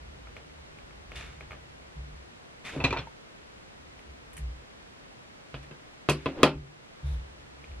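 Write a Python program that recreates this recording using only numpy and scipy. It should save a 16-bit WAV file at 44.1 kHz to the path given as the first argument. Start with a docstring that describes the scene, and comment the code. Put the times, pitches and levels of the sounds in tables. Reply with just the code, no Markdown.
"""Fly-tying at a wooden desk

Close work at a vise in a small, dead room: a bobbin ticks as thread is wound, scissors clatter
off the desk, snip the thread and are put down with loud knocks. Each touch is a short burst of force that
drives decaying modes and a room tail; sleeves, tools and thread rub as shaped noise.
Arms leaning on the desk make it boom softly; microphones hiss and the gain ducks after the hardest knock."""
import sys
import numpy as np
from scipy import signal
from scipy.fft import rfft, irfft, next_fast_len
from scipy.io import wavfile
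from scipy.ndimage import uniform_filter1d

SR = 44100
rng = np.random.default_rng(int(sys.argv[2]) if len(sys.argv) > 2 else 0)


def to_wav(s):
    """Save 16-bit WAV."""
    ch = np.atleast_2d(s).T  # columns
    pcm = np.round(np.clip(ch, -1, 1) * 32767)  # PCM
    wavfile.write(sys.argv[1], SR, pcm.astype(np.int16))


N = 343980
TIME = np.arange(N) / SR
RING_TIME = TIME[:SR * 3 // 4]
SWAY_HZ, PANEL_HZ = 63, 143.9   # the desk rocking, its top flexing

# left-right likeness of sound in the room: f/Hz, correlation
ROOM_LIKENESS = [(150, 1), (500, 0.97), (1200, 0.94), (2700, 0.77), (5000, -0.052), (9000, -0.81)]


def from_db(db):
    """Decibels to gain."""
    return 10 ** (np.asarray(db) / 20)


def rms_one(x):
    """Scale to rms 1."""
    return x / np.sqrt(np.mean(x ** 2) + 1e-20)


def energy_one(x):
    """Scale to unit energy per channel, averaged over the channels."""
    return rms_one(x) / np.sqrt(x.shape[-1])


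def at_hz(points, hz):
    """Read a table on a log-frequency axis."""
    f, value = np.transpose(points)
    return np.interp(np.log(np.maximum(hz, 1)), np.log(f), value)


def coloured(x, spectrum):
    """Causal (minimum-phase) filter with the given spectrum."""
    size = 2 * next_fast_len(x.shape[-1] // 2 + 2048)
    gain = from_db(at_hz(spectrum, np.fft.rfftfreq(size, 1 / SR)))
    cepstrum = irfft(np.log(gain))
    # folding the cepstrum onto positive time makes the filter causal
    cepstrum[1:size // 2] *= 2
    cepstrum[size // 2 + 1:] = 0
    return irfft(rfft(x, size) * np.exp(rfft(cepstrum)))[..., :x.shape[-1]]


def evened(x, width_hz):
    """Level out chance humps and hollows of a spectrum that are wider than width_hz."""
    hz = np.fft.rfftfreq(x.shape[-1], 1 / SR)
    power = np.mean(np.abs(rfft(np.atleast_2d(x))) ** 2, axis=0)
    smooth = uniform_filter1d(power, max(int(width_hz / hz[1]), 1))
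    inverse_db = -10 * np.log10(smooth / smooth.mean() + 1e-4)
    return coloured(x, np.c_[hz, inverse_db][1:])


def stereo_noise(likeness, size):
    """White noise whose two sides agree as the table says."""
    mid, side = rfft(rng.standard_normal((2, size)))
    alike = np.clip(at_hz(likeness, np.fft.rfftfreq(size, 1 / SR)), -1, 1)
    return irfft(np.sqrt(1 + alike) * mid + np.sqrt(1 - alike) * side * [[1], [-1]], size)


def room_tail():
    """Dense reflections: every octave dies at its own rate."""
    # room decay: f/Hz, t60/s
    decay_times = [(60, 0.11), (250, .27), (500, .15), (1200, 0.18), (3000, .18), (8000, 0.13),
                   (15000, 0.058)]
    size = len(RING_TIME)
    noise = rfft(stereo_noise(ROOM_LIKENESS, size))
    octave = np.round(np.log2(np.maximum(np.fft.rfftfreq(size, 1 / SR), 64)))
    tail = 0
    for k in np.unique(octave):
        decay = from_db(-60 * RING_TIME / at_hz(decay_times, 2 ** k))
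        tail = tail + irfft(noise * (octave == k), size) * decay
    tail = coloured(evened(tail, width_hz=58), [(5000, 1.5), (12000, -0.5)])
    onset = 1 - np.exp(-RING_TIME / 0.000098)
    return energy_one(tail * onset)


def response(spectrum, modes, ring_db, room_db, left_lead):
    """One contact on a body: a crack, its modes and the room; the rms over 10 ms of its energy is 1."""
    samples = np.arange(len(RING_TIME))
    # left_lead: samples by which the left microphone hears it first
    crack = np.sinc(samples - 8 + np.array([[.5], [-.5]]) * left_lead)
    ring = 0
    for k, (hz, db, t60) in enumerate(modes):
        decay = from_db(db - 60 * RING_TIME / t60)
        ring = ring + (-1) ** k * decay * np.sin(2 * np.pi * hz * RING_TIME)
    # the ring reaches the two microphones as the crack does
    ring = signal.fftconvolve(crack[:, :32], ring[None], axes=1)[:, :len(ring)]
    body = energy_one(coloured(crack + from_db(room_db) * room_tail(), spectrum))
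    return energy_one(body + from_db(ring_db) * energy_one(ring)) * np.sqrt(SR / 100)


def contact(rattle_s):
    """A first touch, then a dying rattle of tiny touches; a long rattle swamps the first touch."""
    t = TIME[:4096]
    hits = rng.random(len(t)) < 9000 / SR   # 9000 touches per second on average
    touches = hits * rng.choice([-.5, .5], len(t)) * np.exp(-t / max(rattle_s, 1e-4))
    touches[0] = 1
    return energy_one(evened(energy_one(touches), width_hz=490))


def pinged(x, hz, db):
    """Lift one resonance: the tool's own note, which depends on where it lands."""
    width_hz = 200
    b, a = signal.iirpeak(hz, hz / width_hz, fs=SR)
    return x + (from_db(db) - 1) * signal.lfilter(b, a, x)


def add(track, s, sound):
    """Mix a short sound in at time s."""
    start = round(s * SR)
    track[..., start:start + sound.shape[-1]] += sound[..., :N - start]


def played(force, body):
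    """Drive a body with a force."""
    return signal.fftconvolve(force[None], body, axes=1)[:, :N]


def strokes(rows):
    """Force of a row of plain contacts, each with its own length of rasp."""
    force = np.zeros(N)
    for s, db, rasp_s in rows:
        add(force, s, from_db(db) * contact(rasp_s))
    return force


def struck(rows, spectrum, modes, ring_db, room_db, left_lead):
    """Blows on a body: heavy ones bring out bass, steel edges clack and sheen; each damps it differently."""
    mode_spread_db = 1.5   # each blow lands elsewhere and favours other modes
    out = np.zeros((2, N))
    for s, db, bass_db, clack_db, sheen_db, rattle_s, ping_hz, ping_db, ring_share in rows:
        hardness = [(170, bass_db), (650, 0), (1150, 0), (2300, clack_db), (3600, clack_db), (7000, sheen_db)]
        force = from_db(db) * pinged(coloured(contact(rattle_s), hardness), ping_hz, ping_db)
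        stirred = []
        for hz, level_db, t60 in modes:
            stirred.append((hz, level_db + mode_spread_db * rng.standard_normal(), t60 * ring_share))
        body = response(spectrum, stirred, ring_db, room_db, left_lead)
        add(out, s, signal.fftconvolve(force[None], body, axes=1))
    return out


def swell(s, db, rise_s, hold_s, t60_s):
    """Gain of one movement: a smooth rise, a hold and an exponential release."""
    rise = np.sin(np.pi / 2 * np.clip((TIME - s) / max(rise_s, 1e-3), 0, 1)) ** 2
    return rise * from_db(db - 60 * np.clip((TIME - s - rise_s - hold_s) / t60_s, 0, 3))


def microphone_hiss():
    """Steady microphone hiss and room air: noise shaped in tone and in stereo width."""
    # tone: f/Hz, relative level/dB
    hiss_colour = [(15, -40), (25, -12), (59, -12), (148, -9.5), (227, -10), (445, -9.9), (567, -10.6),
                   (826, -13.3), (2120, -16.6), (4000, -23), (8580, -33), (11800, -42), (14000, -52),
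                   (15500, -62)]
    # left-right likeness: f/Hz, correlation
    hiss_likeness = [(40, .97), (100, .6), (160, .1), (300, -.33), (550, -.53), (1000, -.56), (3000, -.52),
                     (8000, -.56), (12000, -.72)]
    return from_db(-49.9) * rms_one(coloured(stereo_noise(hiss_likeness, N), hiss_colour))


def shaken_mode(hz):
    """A low mode under many small random pushes; rms 1."""
    width_hz = 25.5
    band = signal.butter(2, [hz - width_hz / 2, hz + width_hz / 2], "band", fs=SR, output="sos")
    return rms_one(signal.sosfilt(band, rng.standard_normal(N + SR))[SR:])


def desk_tremble():
    """Hands working at the vise keep the desk's two low modes faintly astir."""
    # spells of work: t/s, level/dB, hold/s
    work = [(0, -50.5, 0.3), (.45, -55.5, 0.76), (1.05, -49.5, 0.47), (3.378, -61.5, 0.12),
            (3.79, -58, 0.79), (7.298, -54.5, 0.38)]
    rise_s, t60_s, panel_db = 0.012, 2.2, -10
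    power = sum(swell(s, db, rise_s, hold_s, t60_s) ** 2 for s, db, hold_s in work)
    return power ** .5 * (shaken_mode(SWAY_HZ) + from_db(panel_db) * shaken_mode(PANEL_HZ))


def wandering_mode(hz, wander_hz):
    """A low mode under irregular pushes: its pitch wanders about the resonance."""
    wander = rms_one(uniform_filter1d(rng.standard_normal(N), size=900))
    return np.sqrt(2) * np.sin(2 * np.pi * np.cumsum(hz + wander_hz * wander) / SR)


def desk_boom():
    """Leaning arms rock the desk for as long as they press; its top thuds only as they land. After the hardest
    knock the desk rocks and thuds on briefly."""
    # an arm presses on the desk, or (6.542 s) the desk rocks on after the hardest knock: t/s, sway level/dB,
    # panel thud level/dB, rise/s, hold/s
    leans = [(1.949, -37, -45.5, 0.049, 0.012), (2.064, -48.5, -59, 0.086, .05),
             (2.749, -37, -41.5, 0.11, 0.043), (2.96, -48, -48, 0.027, .02), (4.076, -48, -68, 0.031, .01),
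             (4.376, -32.5, -45, 0.068, 0.034), (5.526, -47, -43.5, 0.023, 0.057),
             (6.542, -37, -39, 0.024, .01), (7.025, -30, -37, 0.035, 0.1), (7.647, -43, -66, .06, 0.13)]
    sway_t60_s, panel_rise_s, panel_t60_s = 0.37, 0.023, 0.59
    coupling_db = -35   # share of the rocking that flexes the top
    sway = sum(swell(s, db, rise_s, hold_s, sway_t60_s) for s, db, _, rise_s, hold_s in leans)
    thuds = sum(swell(s, db, panel_rise_s, 0, panel_t60_s) for s, _, db, _, _ in leans)
    panel = thuds + from_db(coupling_db) * sway
    return sway * wandering_mode(SWAY_HZ, wander_hz=7.53) + panel * wandering_mode(PANEL_HZ, wander_hz=7.7)


def rubbing(pressure, spectrum, grain_db):
    """Friction noise, uneven as the surfaces catch and slip."""
    catches = rms_one(uniform_filter1d(rng.standard_normal(N), size=200))
    noise = stereo_noise(ROOM_LIKENESS, N) * from_db(grain_db * catches)
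    return pressure * rms_one(coloured(noise, spectrum))


def crackle(pressure):
    """Single slips, and a dense run of tiny catches that swells with the brushing."""
    # slips of a brushing movement: t/s, level/dB, rasp/s
    slips = [(1.157, -38, 0.019), (2.650, -41, 0.017)]
    # what the catches set ringing: f/Hz, relative level/dB, t60/s
    catch_modes = [(2246, 1, 0.067), (2790, -2, 0.074), (3600, -1, 0.054), (4800, -9, .02)]
    # tone of a catch: f/Hz, relative level/dB
    catch_colour = [(200, -1), (1200, -15), (2400, -1), (4500, -7), (6000, -14), (9500, -11.5),
                    (12000, -20), (15500, -40)]
    catches_per_s, catch_db = 870, -2.5
    catches = rms_one(rng.choice([-1, 1], N) * (rng.random(N) < catches_per_s / SR))
    body = response(catch_colour, catch_modes, ring_db=-2.5, room_db=4.0, left_lead=-1.46)
    run = played(from_db(catch_db) * pressure * catches, energy_one(body))
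    return played(strokes(slips), body) + run


def brushing_sleeves():
    """A sleeve or hand brushes along, catching at once and fading: soft noise with crackle."""
    # brushes: t/s, level/dB, hold/s
    brushes = [(1.138, -48, 0.062), (2.634, -43, 0.029), (6.157, -59, 0.054)]
    # tone: f/Hz, relative level/dB
    brush_colour = [(100, 3), (500, 1.5), (900, 3), (1400, 7), (2500, 8.5), (4000, -14), (6500, -5.5),
                    (9500, -20), (12000, -43), (15500, -48)]
    rise_s, t60_s = 0.021, 0.58
    pressure = sum(swell(s, db, rise_s, hold_s, t60_s) for s, db, hold_s in brushes)
    return rubbing(pressure, brush_colour, grain_db=2.5) + crackle(pressure)


def dragged_tools():
    """A tool dragged over the desk top gives a dull, low scrape that swells and fades."""
    # drags: t/s, level/dB, rise/s, hold/s, t60/s
    drags = [(2.702, -42, 0.049, 0.19, 0.41), (6.317, -35.5, .105, .01, 0.34)]
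    # tone: f/Hz, relative level/dB
    drag_colour = [(40, 0.5), (150, 0), (300, 4), (500, 4.5), (900, -6.5), (1800, -15.5), (3500, -20),
                   (7000, -44), (15000, -45)]
    return rubbing(sum(swell(*row) for row in drags), drag_colour, grain_db=0.2)


def drawn_thread():
    """Thread is drawn once through the bobbin tube with a thin hiss of friction."""
    # tone: f/Hz, relative level/dB
    thread_colour = [(300, -2), (2000, -10), (2900, -16), (3600, -2), (4400, -15), (8000, -19),
                     (10500, -11), (13000, -32)]
    pull = swell(7.03, db=-54, rise_s=0.037, hold_s=0.074, t60_s=0.21)
    return rubbing(pull, thread_colour, grain_db=1.5)


def bobbin_ticks():
    """Taut thread slips on the hook and jerks the bobbin holder; its short note depends on the grip."""
    # ticks: t/s, level before tone/dB, brightness/dB, ping f/Hz, ping gain/dB
    ticks = [(0.2712, -48.5, -4, 1340, 8), (0.366, -43, 2, 2500, -0.5), (.3765, -56, -5, 560, 14),
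             (0.497, -56, -6, 2100, 3), (0.786, -52.5, 4.5, 2500, -2), (.908, -50.5, -5, 1250, 1),
             (1.1181, -43.5, 4, 560, 4.5), (1.408, -41, -1.5, 2450, 1), (1.508, -45, 0.5, 1220, 9),
             (1.518, -41, -1, 520, 1), (1.531, -49, 0, 1230, 12), (7.641, -53, 7, 2400, 3),
             (7.715, -57, 6.5, 2400, -1)]
    # bobbin holder modes: f/Hz, relative level/dB, t60/s
    bobbin_modes = [(142.4, 4.5, 0.18), (560, -1.5, 0.084), (1255, 2, 0.027), (2184, 19.5, 0.014),
                    (2480, 4, 0.036), (2660, 13, 0.011)]
    # tone: f/Hz, relative level/dB
    bobbin_colour = [(50, -1), (150, 0), (600, 5.5), (950, -2), (1500, -1.5), (2500, 1.5), (3500, -6.5),
                     (5000, -18), (10000, -32), (15000, -34)]
    rasp_s = 0.00043
    force = np.zeros(N)
    for s, db, bright_db, ping_hz, ping_db in ticks:
        touch = coloured(contact(rasp_s), [(1500, 0), (2500, bright_db)])
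        add(force, s, from_db(db) * pinged(touch, ping_hz, ping_db))
    return played(force, response(bobbin_colour, bobbin_modes, ring_db=-1.2, room_db=0.0, left_lead=-0.88))


def snip():
    """The blades rasp over each other and ring briefly; meeting the thread gives a lower bite."""
    # blades touching thread, cutting and closing: t/s, level before tone/dB, rasp/s, bite gain/dB
    snips = [(3.992, -64.5, 0.0009, 17), (4.332, -51, .004, -2), (4.3673, -48.5, 0.002, 0),
             (4.369, -47.5, .001, -4), (4.377, -52.5, 0.0013, 10), (4.3808, -46, 0.00089, -6)]
    # blade modes: f/Hz, relative level/dB, t60/s
    blade_modes = [(1850, 6.5, 0.012), (2270, 8.5, 0.011), (3060, 1, 0.012), (8130, -14, .15),
                   (9100, -3, .035), (10200, 1, .04), (12400, -14, .07)]
    # tone: f/Hz, relative level/dB
    blade_colour = [(200, 9), (1000, -12), (1850, 0), (3000, -5), (4500, -8), (7000, -3), (9600, 5),
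                    (12000, -3), (15500, -11)]
    force = np.zeros(N)
    for s, db, rasp_s, bite_db in snips:
        add(force, s, from_db(db) * coloured(contact(rasp_s), [(3000, bite_db), (6000, 0)]))
    return played(force, response(blade_colour, blade_modes, ring_db=-4.5, room_db=3.0, left_lead=-1.2))


def tock():
    """One light, hollow touch after the clatter, with a short note from two modes."""
    # modes: f/Hz, relative level/dB, t60/s
    tock_modes = [(915, -5, 0.043), (2164, -22, 0.05)]
    # tone: f/Hz, relative level/dB
    tock_colour = [(200, -22), (900, 0), (1600, -2), (6000, -28)]
    force = strokes([(3.072, -43, .0003)])   # t/s, level/dB, rattle/s
    return played(force, response(tock_colour, tock_modes, ring_db=12, room_db=-11, left_lead=1.5))


def clatter():
    """The scissor handles stumble over the desk as they are picked up."""
    # blows: t/s, level before tone/dB, bass/dB, clack/dB, sheen/dB, rattle/s, ping f/Hz, ping gain/dB,
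    # share of the ring time that the hand leaves
    blows = [(2.762, -38.5, 8.5, -10, -6, .001, 288, 10.5, .8),
             (2.802, -33.5, 3, -1.5, -5, .0008, 2620, 8.5, 0.94),
             (2.811, -34.5, 9.5, -2, -11, 0.0005, 850, 7, 0.96),
             (2.840, -28, 11.5, 5, 12, .0012, 2480, 9, .8), (2.844, -27, -1, 8.5, 16, 0.00083, 2620, -2, 1),
             (2.8485, -25.5, 1.5, 4.5, 4, 0.00052, 4000, 9, 0.89),
             (2.8555, -28.5, -1.5, -6, -3, 0.0012, 3900, 11, 0.59),
             (2.868, -38, 2, -12, 3, 0.00068, 380, 4, 0.61),
             (2.907, -32.5, 7, 0.5, 9, 0.00097, 2400, 9.5, 1),
             (2.924, -42, 11, -10, -5, 0.00075, 600, 3, .6),
             (2.9275, -24.5, -6, -5, 1, .0003, 1290, 3.5, 0.75),
             (2.933, -33.5, -12, -4, 5, .0006, 1700, 9, 0.79),
             (2.939, -31, -4, -7, -7, 0.00031, 900, 4, 0.89),
             (2.964, -31.5, -7, -5, -16, .0012, 970, 4.5, 0.77),
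             (2.9715, -34, -4, 4, 2, 0.0025, 1580, 12.5, 1), (2.984, -34, 7, 1, -13, 0.0051, 720, -4, 1)]
    # handle modes: f/Hz, relative level/dB, undamped t60/s
    handle_modes = [(273, -0.5, 0.16), (380, 1, 0.11), (700, -13, .08), (900, 5.5, 0.068),
                    (1010, -8, 0.083), (1954, -2.5, 0.11), (2406, 0, 0.083), (2480, 3, 0.062),
                    (2624, -0.5, 0.11), (3430, -7, 0.09), (3590, -7, 0.093), (4000, -9, 0.05),
                    (4280, -3.5, 0.047)]
    # tone of the handles on the desk: f/Hz, relative level/dB
    handle_colour = [(40, -47), (100, 4), (145, 10.5), (200, -7), (300, -3), (600, 3.5), (950, 1.5),
                     (1500, -4), (2000, -9.5), (2500, -2.5), (3050, -8), (4100, -13), (5100, -23),
                     (6100, -23), (8500, -34.5), (11500, -48), (15000, -75)]
    return struck(blows, handle_colour, handle_modes, ring_db=-0.3, room_db=-1.0, left_lead=3.05)


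def shank_scrapes():
    """Steel shanks scrape the desk and ring as they lift off."""
    # scrapes: t/s, level/dB, rasp/s
    lifts = [(2.972, -45, 0.0043), (2.985, -38.5, 0.0037), (2.992, -39.5, 0.0028)]
    # shank modes: f/Hz, relative level/dB, t60/s
    shank_modes = [(3370, 0, 0.061), (3490, 0, 0.13), (3640, -2, 0.15), (4230, -1, 0.07), (5600, -5, 0.054)]
    # tone: f/Hz, relative level/dB
    shank_colour = [(500, -24), (2500, 4), (3700, -2), (5000, -8), (8000, -30), (15000, -56)]
    return played(strokes(lifts), response(shank_colour, shank_modes, ring_db=5, room_db=1, left_lead=2.3))


def desk_knocks():
    """The desk top rings under each thing set down on it; the two microphones hear it unequally."""
    # knocks: t/s, level before tone/dB, bass/dB, clack/dB, sheen/dB, rattle/s, ping f/Hz, ping gain/dB,
    # share of the ring time that the hand leaves
    knocks = [(5.5425, -36.5, -1, 3.5, -5, 0.00079, 1510, 6, 0.44),
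              (5.549, -48, -1, 11, 2, .0015, 3300, 5, 0.89), (5.629, -51, -6, 2, 12, .011, 1910, 16, .7),
              (5.7115, -47.5, 12, 4, -11, 0.0027, 1530, 11, 0.88),
              (6.0885, -18, 5, 1.5, 0, 0.00055, 1100, 4, 1),
              (6.096, -27, -11, 7, 21, 0.0042, 2570, 7, 0.52),
              (6.2587, -26, 3.5, -0.5, -5, 0.0014, 690, 8.5, 0.53),
              (6.2655, -28.5, 0, 3, -19, 0.00052, 560, 3.5, 0.42),
              (6.4317, -9, -1.5, 2, 6.5, 0.0009, 3600, -4, 0.71),
              (6.4331, -7.5, -0.5, -4.5, -1, 0.00017, 1310, 3, 1),
              (6.4381, -18, -8, 4.5, 4, 0.00049, 3200, 9, 0.35)]
    # desk top modes: f/Hz, relative level/dB, undamped t60/s
    desk_modes = [(66.8, -7, 0.58), (146.9, 6, 0.28), (206, -8, 0.19), (277, -3.5, 0.39), (394, -4.5, 0.36),
                  (420, -11, 0.12), (508, -3.5, 0.22), (612, 0, 0.19), (716, -4, 0.06), (806, -17, 0.15),
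                  (920, -8, 0.16), (1007, 7, 0.1), (1250, 0.5, 0.03), (1350, -23, 0.16), (1480, -12, 0.081),
                  (1885, -11, 0.14), (2000, -22, 0.13), (2480, -1.5, 0.13), (2620, -3, .06),
                  (2860, -11.5, .065), (3232, 0, 0.024), (3330, 0, 0.07), (3600, -21, 0.097),
                  (4600, -13, 0.12)]
    # tone of a knock: f/Hz, relative level/dB
    desk_colour = [(30, -40), (60, -31), (100, -45), (150, -6.5), (210, 2.5), (320, 6), (550, 5.5),
                   (750, -2.5), (1250, -5), (1900, -10.5), (2700, -7.5), (4800, -17), (6500, -27),
                   (10000, -28), (15500, -40)]
    # microphone balance: f/Hz, left minus right/dB
    balance = [(700, 0.5), (1290, 1.5), (2380, -2.5), (4400, 1.5), (8120, 1.5), (15000, 0.5)]
    left, right = struck(knocks, desk_colour, desk_modes, ring_db=-1.5, room_db=0.0, left_lead=1.55)
    left = coloured(left, [(hz, .5 * db) for hz, db in balance])
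    right = coloured(right, [(hz, -.5 * db) for hz, db in balance])
    return np.array([left, right])


def scene():
    """Tools, hands and desk over a steady hiss."""
    background = microphone_hiss() + desk_tremble() + desk_boom()
    friction = brushing_sleeves() + dragged_tools() + drawn_thread()
    tools = bobbin_ticks() + snip() + tock() + clatter() + shank_scrapes()
    return background + friction + tools + desk_knocks()


def gain_control(x, threshold_db, release_db_per_s):
    """Peaks over the threshold pull the gain down; it creeps back."""
    over = np.maximum(20 * np.log10(np.abs(x).max(axis=0) + 1e-9) - threshold_db, 0)
    creep = release_db_per_s * TIME
    held = np.maximum.accumulate(over + creep) - creep
    pole = np.exp(-1 / (0.0086 * SR))   # 8.6 ms smoothing
    return x * from_db(-signal.lfilter([1 - pole], [1, -pole], held))


def record(dry):
    """Gain control, overload at full scale and a steep top cut."""
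    loud = np.clip(gain_control(dry, threshold_db=-1, release_db_per_s=7), -1, 1)
    cutoff_hz = 15200
    return signal.sosfilt(signal.ellip(10, .1, 80, cutoff_hz, fs=SR, output="sos"), loud)


dry = scene()
out = record(dry)
to_wav(out)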